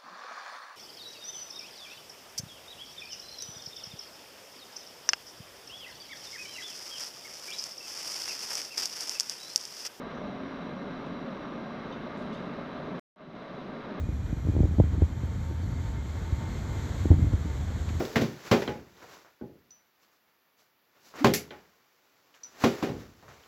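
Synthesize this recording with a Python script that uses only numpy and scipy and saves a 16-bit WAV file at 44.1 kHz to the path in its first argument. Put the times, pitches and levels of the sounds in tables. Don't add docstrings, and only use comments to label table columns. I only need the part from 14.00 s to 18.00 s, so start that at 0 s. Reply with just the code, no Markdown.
import sys
import numpy as np
from scipy import signal
from scipy.fft import rfft, irfft
from scipy.io import wavfile
from scipy.ndimage import uniform_filter1d

SR = 44100
rng = np.random.default_rng(int(sys.argv[2]) if len(sys.argv) > 2 else 0)


def master(y):
    cut = np.clip(np.atleast_2d(y).T, -1, 1)
    pcm = np.round(cut * 32767)
    wavfile.write(sys.argv[1], SR, pcm.astype(np.int16))


N = 176400
T = np.arange(N) / SR
FREQ = np.maximum(np.arange(N // 2 + 1) * SR / N, 1e-3)


def buffets():
    # time in seconds, peak at the port in dB, rise time in ms.
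    strikes = [(0.089, -25.5, 0.55), (0.328, -19, 0.95), (0.372, -22.5, 2.2), (0.45, -21, 1.4),
               (0.471, -23.5, 0.4), (.486, -20, 0.98), (0.496, -20.5, 1.1), (0.551, -23, 0.38),
               (0.565, -17.5, 0.35), (.579, -20, 1.07), (0.59, -22, 0.42), (.604, -10.5, 0.75),
               (0.632, -20, 0.37), (0.636, -13.5, 2.3), (.641, -22, .45), (.654, -20.5, 0.43),
               (0.784, -14.5, 1.3), (0.7879, -14.5, 1.3), (.7998, -6.5, 0.34), (.803, -10.5, 3.4),
               (0.806, -19, 0.33), (.839, -19.5, 1.1), (.945, -29, 1), (1.0208, -14.5, 0.34),
               (1.021, -12, 1.7), (1.234, -24, 0.96), (1.511, -25.5, 0.92), (2.324, -14.5, 4.5),
               (3.0555, -16.5, 0.47), (3.104, -8.5, 1.42), (3.114, -15, 0.27), (3.1163, -15, 0.67),
               (3.128, -21, 0.49), (3.14, -18, 1.1), (3.222, -15.5, 2.5), (3.237, -24.5, 1.1),
               (3.244, -16.5, 1.3), (3.335, -10.5, 2.2), (3.456, -21, 0.87)]
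    churn_db, churn_top_hz, build_s, decay_s = -16, 270, 0.0031, 0.006
    slow_rise_ms = 2.5
    response, thumps, churn_level = port(), np.zeros(N), np.zeros(N)
    for at, db, rise_ms in strikes:
        delay = np.exp(-2j * np.pi * FREQ * at)
        pulse = irfft(response * eddy(rise_ms) * delay, N)
        thumps += undb(db) * pulse / np.abs(pulse).max()
        envelope = np.exp(-np.maximum((at - T) / build_s, (T - at) / decay_s))
        churn_level += undb(db) * envelope / (1 + (rise_ms / slow_rise_ms) ** 2)
    churn = noise(np.abs(response) / np.hypot(1, (FREQ / churn_top_hz) ** 2))
    return thumps + undb(churn_db) * churn_level * churn


def breeze():
    # time in seconds, level in dB.
    strength = [(0, -29), (.4, -33.5), (.62, -24), (.85, -29.5), (.97, -26), (1.1, -33.5), (1.4, -31.5),
                (1.75, -30), (2.1, -33), (2.5, -33), (2.98, -31.5), (3.12, -23.5), (3.3, -26.5),
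                (3.42, -31), (4, -30)]
    # frequency in Hz, relative level in dB.
    rumble_spectrum = [(20, -45), (32, -29), (45, -2.5), (60, -3), (82, 4), (105, -5), (150, -12),
                       (195, -19), (290, -23), (400, -44.5), (800, -55), (3000, -110)]
    eddies_per_s, flutter_offset_db, flutter_db_per_db = 45, -14, 2.1
    db = curve(strength)
    rumble = noise(colour(rumble_spectrum))
    rumble /= np.sqrt(uniform_filter1d(rumble ** 2, size=3000))
    hits = (rng.random(N) < eddies_per_s / SR) * rng.standard_normal(N)
    flutter = unit(irfft(rfft(hits) * port() * eddy(rise_ms=0.8), N))
    flutter_db = db.mean() + flutter_offset_db + flutter_db_per_db * (db - db.mean())
    return undb(db) * rumble + undb(flutter_db) * flutter


def eddy(rise_ms):
    bass_slope, treble_rolloff = 0.17, 3.03
    s = 2j * np.pi * FREQ * rise_ms / 1000
    return s ** bass_slope / (1 + s) ** treble_rolloff


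def port():
    cut_hz, cut_q, top_hz = 79.6, 3, 870
    cavity_hz, cavity_q, cavity_gain = 303.5, 5.9, undb(1.5)
    s, c = 1j * FREQ / cut_hz, 1j * FREQ / cavity_hz
    low_cut = s ** 2 / (1 + s / cut_q + s ** 2) * s / (s + 0.88)
    hollow = 1 + cavity_gain * (c / cavity_q) / (1 + c / cavity_q + c ** 2)
    high_cut = signal.freqs(*signal.butter(4, 1, analog=True), FREQ / top_hz)[1]
    return low_cut * hollow * high_cut


def traffic():
    # frequency in Hz, relative level in dB.
    tyre_spectrum = [(60, 1), (150, 8.5), (300, 2), (450, -2), (700, -5.5), (1000, -8.5), (1500, -9),
                     (2200, -12.5), (2500, -18), (2850, -21), (3150, -16), (4300, -17.5), (4900, -25),
                     (5400, -24.5), (6000, -22), (6800, -18), (7500, -19), (8100, -26), (8900, -39),
                     (10200, -43.5), (11200, -36), (12000, -30.5), (13800, -37)]
    # time in seconds, gain of the roar in dB, gain of the hiss in dB.
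    swell = [(0, -45, -49.5), (.7, -43.5, -47), (1.4, -43.5, -46.5), (2.0, -43.5, -44.5),
             (2.5, -40.5, -41.5), (3.0, -39.5, -39), (3.18, -42, -43), (3.6, -41.5, -41), (4, -43, -40)]
    split_hz = 2020
    tyres = noise(colour(tyre_spectrum))
    roar = irfft(rfft(tyres) / (1 + (FREQ / split_hz) ** 2), N)
    hiss = tyres - roar
    roar_db = curve(swell) + drift(rate_hz=30)
    hiss_db = curve(swell, column=2) + 0.66 * drift(rate_hz=8.6)
    return roar * undb(roar_db) + hiss * undb(hiss_db)


def handling():
    # start in seconds, level in dB, centre in Hz, width in octaves,
    # decay in seconds.
    touches = [(1.257, -59, 12000, 0.19, .004), (3.889, -41, 1600, 0.9, 0.008)]
    sound = np.zeros(N)
    for at, db, hz, octaves, decay_s in touches:
        envelope = (T >= at) * np.exp(-np.abs(T - at) / decay_s)
        band = np.exp(-0.5 * (np.log2(FREQ / hz) / octaves) ** 2)
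        sound += undb(db) * envelope * noise(band)
    return sound


def machine():
    # frequency in Hz, width in Hz, relative level in dB.
    tones = [(904, 11.6, -55.5), (1093, 23, -64), (2107, 21, -62.5)]
    # time in seconds, gain in dB.
    swell = [(0, -11.5), (1.3, -6.5), (1.8, -3), (2.45, -.5), (3.0, -0.5), (3.5, -6), (4, -8)]
    # middle in seconds, half length in seconds, frequency in Hz, level in dB.
    squeals = [(0.198, 1, 2435, -67.5), (1.2, 0.85, 3147, -71), (1.71, 0.34, 4510, -71)]
    sound = sum(undb(db) * narrow_band(hz, width_hz) for hz, width_hz, db in tones)
    sound *= undb(curve(swell))
    for at, half_s, hz, db in squeals:
        envelope = np.exp(-((T - at) / half_s) ** 2)
        sound += undb(db) * envelope * narrow_band(hz, width_hz=47)
    return sound


def whistle():
    centre_hz, hop_hz, wander_hz = 5808, 17, 3
    period_s, high_at_s = 0.78, 0.4
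    drop_at_s, drop_db = 1.25, -2
    side = np.tanh(3 * np.cos(2 * np.pi * (T - high_at_s) / period_s))
    hz = centre_hz + hop_hz * side + wander_hz * drift(rate_hz=16)
    phase = 2 * np.pi * np.cumsum(hz) / SR
    dropped = uniform_filter1d(1.0 * (T > drop_at_s), size=2205)
    fundamental = undb(-74.5 + drop_db * dropped) * np.sin(phase)
    octave = undb(-78.5) * np.sin(2 * phase)
    dips = 0.92 + 0.6 * side ** 2
    return (fundamental + octave) * dips * undb(2 * drift(rate_hz=6.7))


def undb(db):
    return 10 ** (np.asarray(db) / 20)


def unit(x):
    return x / np.sqrt(np.mean(x ** 2))


def curve(rows, column=1):
    rows = np.array(rows)
    return np.interp(T, rows[:, 0], rows[:, column])


def colour(points):
    hz, db = np.array(points).T
    return undb(np.interp(np.log(FREQ), np.log(hz), db))


def noise(gain):
    return unit(irfft(rfft(rng.standard_normal(N)) * gain, N))


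def narrow_band(hz, width_hz):
    return noise(np.exp(-2 * ((FREQ - hz) / width_hz) ** 2))


def drift(rate_hz):
    return noise(np.exp(-(FREQ / rate_hz) ** 2))


def scene():
    return (buffets() + breeze() + traffic() + machine() + whistle() + handling())[None]


def record(dry):
    bottom_hz, top_hz = 42, 14000
    low_cut = 1 / np.hypot(1, (bottom_hz / FREQ) ** 4)
    steep_lowpass = signal.ellip(10, 0.2, 80, top_hz, fs=SR, output="sos")
    high_cut = np.abs(signal.sosfreqz(steep_lowpass, FREQ, fs=SR)[1])
    return irfft(rfft(dry) * low_cut * high_cut, N)


dry = scene()
out = record(dry)
master(out)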